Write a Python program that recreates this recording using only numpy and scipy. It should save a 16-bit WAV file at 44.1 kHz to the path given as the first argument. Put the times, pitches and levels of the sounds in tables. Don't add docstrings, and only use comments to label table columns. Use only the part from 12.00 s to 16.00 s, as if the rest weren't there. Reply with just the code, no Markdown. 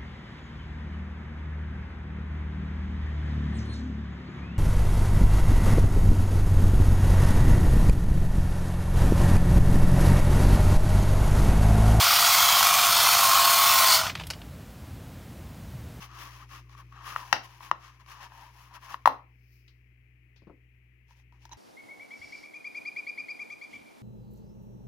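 import sys
import numpy as np
from scipy import signal
from scipy.fft import rfft, irfft
from scipy.io import wavfile
from scipy.ndimage import uniform_filter1d

SR = 44100
rng = np.random.default_rng(int(sys.argv[2]) if len(sys.argv) > 2 else 0)


def inscribe(sig):
    pcm = np.round(np.clip(np.atleast_2d(sig).T, -1, 1) * 32767)
    wavfile.write(sys.argv[1], SR, pcm.astype(np.int16))


N = 176400
T = np.arange(N) / SR


def from_db(db):
    return 10 ** (np.asarray(db) / 20)

def rms_one(x):
    return x / np.sqrt(np.mean(x ** 2) + 1e-20)

def in_time(rows):
    times, *columns = np.transpose(rows)
    return [np.interp(T, times, column) for column in columns]

def gaussian(x, sigma):
    return np.exp(-.5 * (x / sigma) ** 2)

def lowpass(x, hz):
    return signal.sosfilt(signal.butter(2, hz, fs=SR, output="sos"), x)

def drift(hz):
    return rms_one(lowpass(rng.standard_normal(N + SR), hz)[SR:])

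def resonate(x, hz, width_hz):
    r = np.exp(-np.pi * width_hz / SR)
    feedback = [1, -2 * r * np.cos(2 * np.pi * hz / SR), r * r]
    return rms_one(signal.lfilter([1, 0, -1], feedback, x))

def tail(t60):
    ring = rng.standard_normal(SR // 2) * from_db(-60 * T[:SR // 2] / t60)
    return ring / np.linalg.norm(ring)

def colour(x, points, modes=(), band_hz=None):
    hz = np.maximum(np.arange(N + 1) * SR / (2 * N), 1)
    point_hz, point_db = np.transpose(points)
    db = np.interp(np.log(hz), np.log(point_hz), point_db)
    for centre, width, gain in modes:
        db += gain / (1 + (2 * (hz - centre) / width) ** 2)
    if band_hz:
        loss = (1 + (band_hz[0] / hz) ** 12) * (1 + (hz / band_hz[1]) ** 12)
        db -= 10 * np.log10(np.minimum(loss, 1e7))
    cepstrum = irfft(np.log(from_db(db)))[:N]
    cepstrum[1:] *= 2
    return irfft(rfft(x, 2 * N) * np.exp(rfft(cepstrum, 2 * N)))[:N]


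# f/Hz, relative spectral level/dB
ROOM_SPECTRUM = [(22, -40), (55, -2), (85, -0.5), (130, -3.5), (200, -7.5), (280, -12.5), (390, -21),
                 (580, -20), (1050, -26), (1700, -28.5), (4200, -35), (9000, -39.5), (15500, -38.5)]
# t/s, sigma/s, f/Hz, peak level/dB
ROOM_SWELLS = [(2.914, 0.025, 105, -36), (3.755, 0.017, 126.5, -34), (3.81, 0.03, 119.5, -39.5)]

def room_rumble():
    out = from_db(-42.5) * rms_one(colour(rng.standard_normal(N), ROOM_SPECTRUM))
    for t, sigma, hz, db in ROOM_SWELLS:
        out += from_db(db) * gaussian(T - t, sigma) * np.sin(2 * np.pi * hz * T + drift(16))
    return out


# f/Hz, gain/dB
PLASTIC_RESPONSE = [(200, -27), (600, -2), (1900, 0), (3500, 5), (5400, 0.5), (7000, -2), (15500, 1)]

def plastic(excitation, modes=()):
    return colour(excitation, PLASTIC_RESPONSE, modes)

def switch_scrape(grains_per_s=2200):
    grains = (rng.random(N) < grains_per_s / SR) * rng.standard_normal(N)
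    friction = rms_one(lowpass(plastic(grains), hz=3480))
    return from_db(-43.5) * gaussian(T - 2.195, sigma=.026) * friction


# t/s, relative level/dB, cutoff f/Hz, shell share/1
IMPACTS = [(2.067, 0, 5350, 0), (2.096, 1.5, 2500, 0), (2.152, -1, 3620, 0.05), (2.197, -9.5, 4200, 0.2),
           (2.208, -3.5, 1800, 0), (2.2353, -13.5, 4200, 0.2), (2.2688, -17, 15000, 0),
           (2.3018, -2, 7200, 1), (2.307, -2.5, 6640, 1), (2.334, -13, 4150, 0.5), (2.416, -15.5, 2850, 0)]
# f/Hz, bandwidth/Hz, gain/dB
SHELL_MODES = [(2960, 200, 10), (3450, 400, -15), (5100, 900, 9.5)]

def clicks(rise_cycles=5.2):
    plain, shell = np.zeros((2, N + SR))
    for t, db, cutoff_hz, shell_share in IMPACTS:
        hit = tail(t60=.028)
        hit *= 1 - np.exp(-T[:len(hit)] * cutoff_hz / rise_cycles)
        hit = lowpass(hit / np.linalg.norm(hit), cutoff_hz)
        span = slice(int(t * SR), int(t * SR) + len(hit))
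        plain[span] += from_db(db + 2.5) * (1 - shell_share) * hit
        shell[span] += from_db(db - 1) * shell_share * hit
    return plastic(plain[:N]) + plastic(shell[:N], SHELL_MODES)


SMALL_TEETH, LARGE_TEETH = 14, 22
BIND_LOW, BIND_HIGH = .26, .17

# t/s, sigma/s, f/Hz, nominal bandwidth/Hz, relative level/dB
HULL_FLARES = [(.35, 0.64, 14200, 1100, -30), (1.74, .25, 14800, 890, -29.5), (1.83, 0.19, 1463, 60, -35.5),
               (1.92, 0.049, 4410, 380, -23)]

def hull_flares(bind):
    out = np.zeros(N)
    for t, sigma, hz, width, db in HULL_FLARES:
        rub = rng.standard_normal(N) * (1 + BIND_LOW * bind)
        ring = resonate(resonate(rub, hz, 2 * width), hz, 2 * width)
        out += from_db(db) * gaussian(T - t, sigma) * ring
    return out


# bandwidth/Hz, duration/s, rms depth/dB
HULL_SHIFTS = [(80, .14, 2.2), (400, .07, .8)]

def shift_resonances(x):
    hz, times, spectrum = signal.stft(x, SR, nperseg=2048, noverlap=1536)
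    taper = np.minimum(hz / 2500, 1)[:, None]
    for width_hz, length_s, depth_db in HULL_SHIFTS:
        ripple = rng.standard_normal(spectrum.shape)
        for axis, size in 2 * [(0, round(width_hz / hz[1])), (1, round(length_s / times[1]))]:
            ripple = uniform_filter1d(ripple, size, axis=axis, mode="wrap")
        spectrum = spectrum * from_db(depth_db * rms_one(ripple) * taper)
    return signal.istft(spectrum, SR, nperseg=2048, noverlap=1536)[1][:N]

def knocks(turns, speed, jitter_s=.00018, spread_db=2.5):
    turn = turns.astype(int)
    pitch, strength, lateness = rng.standard_normal((turn[-1] + 1, 3))[turn].T
    since = (turns % 1 - .5) / speed - jitter_s * lateness
    hz = 1192 + 91 * pitch
    burst = gaussian(since, sigma=.0017) * np.sin(2 * np.pi * hz * since)
    return rms_one(burst * from_db(spread_db * strength))

def contacts(turns, jitter_s=.00012, rattles_per_s=2000, spots=10):
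    onsets = np.flatnonzero(np.diff(np.floor(turns * LARGE_TEETH)))
    lateness, strike_db = rng.standard_normal((len(onsets), 2)).T
    onsets += (lateness * jitter_s * SR).astype(int)
    teeth = np.zeros(N)
    teeth[np.clip(onsets, 0, N - 1)] = from_db(strike_db)
    rattling = rng.random(N) < rattles_per_s / SR
    rattle_db = 5 * np.minimum(rng.standard_normal(N), 2)
    rattles = rattling * from_db(rattle_db) * rng.choice([-1, 1], N)
    hits = rms_one(teeth - teeth.mean()) + .77 * rms_one(rattles)
    spot = rng.integers(0, spots, N)
    ring = sum(signal.fftconvolve(hits * (spot == k), tail(t60=.028))[:N] for k in range(spots))
    rubbing = .4 * rng.standard_normal(N)
    return hits + ring + rubbing


# f/Hz, gain/dB
HULL_RESPONSE = [(240, -70.5), (400, -19), (470, -26.5), (615, -14), (685, -8), (740, -13.5), (787, -5),
                 (850, -12), (976, -7), (1070, -9), (1160, -7), (1290, -4.5), (1780, -18.5), (2140, -13.5),
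                 (2570, -14.5), (3550, -11.5), (3960, -14.5), (4410, -11.5), (7100, -18), (10600, -17),
                 (11600, -20), (14200, -13), (15800, -18)]
# f/Hz, bandwidth/Hz, gain/dB
HULL_RESONANCES = [(776, 54, 3), (898, 48, 6.5), (2190, 170, 0), (2408, 38, 4.5), (2667, 38, 7),
                   (2970, 86, 4.5), (3440, 35, 3), (4320, 380, 2), (10500, 200, 1.5)]

def clatter(turns, bind, levels_db):
    force = shift_resonances(contacts(turns)) * from_db(.62 * drift(40))
    bands_hz = [(480, 1700), (1700, 7000), (7000, 16500)]
    out = np.zeros(N)
    for db, band, extra in zip(levels_db, bands_hz, (BIND_LOW, BIND_HIGH, BIND_HIGH)):
        radiated = colour(force * (1 + extra * bind), HULL_RESPONSE, HULL_RESONANCES, band)
        surge_db = .2 * drift(18)
        out += from_db(db + surge_db) * rms_one(radiated)
    return out


# t/s, relative level/dB of the small gear and of the large gear
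MESH_LEVELS = [(0, -35, -30), (.22, -34, -46), (.32, -38, -29.5), (.8, -36, -27.5), (.92, -39, -33.5),
               (1.17, -35, -32.5), (1.27, -38.5, -23.5), (1.91, -36.5, -24.5), (2.02, -41.5, -43),
               (2.09, -56, -54)]

def mesh_whine(turns, bind, wobble_rad=.37, roughness=.31):
    turns = turns + .004 * drift(16.3)
    small_db, large_db = in_time(MESH_LEVELS)
    out = np.zeros(N)
    for teeth, db, extra in ((SMALL_TEETH, small_db, 0), (LARGE_TEETH, large_db, .6)):
        tone = np.sin(2 * np.pi * teeth * turns + wobble_rad * drift(90))
        force = 1 + roughness * drift(137) + extra * bind
        out += from_db(db) * rms_one(tone * force)
    return out


# t/s, f/Hz
WHEEL_SPEED = [(0, 50.4), (.2, 50.5), (.3, 49.2), (.45, 50.0), (.7, 50.0), (.82, 50.4), (.92, 49.4),
               (1.19, 49.7), (1.29, 48.1), (1.36, 49.2), (1.57, 49.3), (1.62, 50.2), (1.8, 48.1),
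               (1.89, 47.6), (1.95, 46.0), (2.05, 46.5)]
# t/s, relative level/dB of the low, middle and top band
CLATTER_LEVELS = [(0, -28, -22, -26.5), (.4, -29.5, -22, -26), (.85, -28.5, -23.5, -26),
                  (1.15, -28, -22.5, -24.5), (1.83, -29.5, -23, -24.5), (1.955, -31.5, -21.5, -23),
                  (2.035, -39, -35, -43), (2.1, -38, -38.5, -47), (2.125, -46, -43, -59)]

def gearbox(stop_s=2.147, fade_s=.091):
    speed, = in_time(WHEEL_SPEED)
    turns = np.cumsum(speed) / SR
    bind = gaussian(turns % 1 - .5, sigma=.047) * (1 + .076 * drift(14))
    low_db, middle_db, top_db = in_time(CLATTER_LEVELS)
    running = from_db(np.minimum(middle_db - middle_db[0], 0))
    out = clatter(turns, bind, (low_db, middle_db, top_db))
    out += from_db(low_db - 1.8) * knocks(turns, speed)
    out += running * hull_flares(bind)
    out += mesh_whine(turns, bind)
    return from_db(5) * out * np.clip((stop_s - T) / fade_s, 0, 1)


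def scene():
    handling = clicks() + switch_scrape()
    reverberation = from_db(-11) * signal.fftconvolve(handling, tail(t60=.16))[:N]
    return np.tile(gearbox() + handling + reverberation + room_rumble(), (2, 1))

def record(dry, window_s=.04, threshold_db=-35, slope=.24, cutoff_hz=15850):
    power = uniform_filter1d(dry[0] ** 2, int(window_s * SR))
    level_db = 10 * np.log10(np.maximum(power, 1e-12))
    out = dry * from_db(-slope * np.maximum(level_db - threshold_db, 0))
    return signal.fftconvolve(out, signal.firwin(601, cutoff_hz, fs=SR)[None], "same")


dry = scene()
out = record(dry)
inscribe(out)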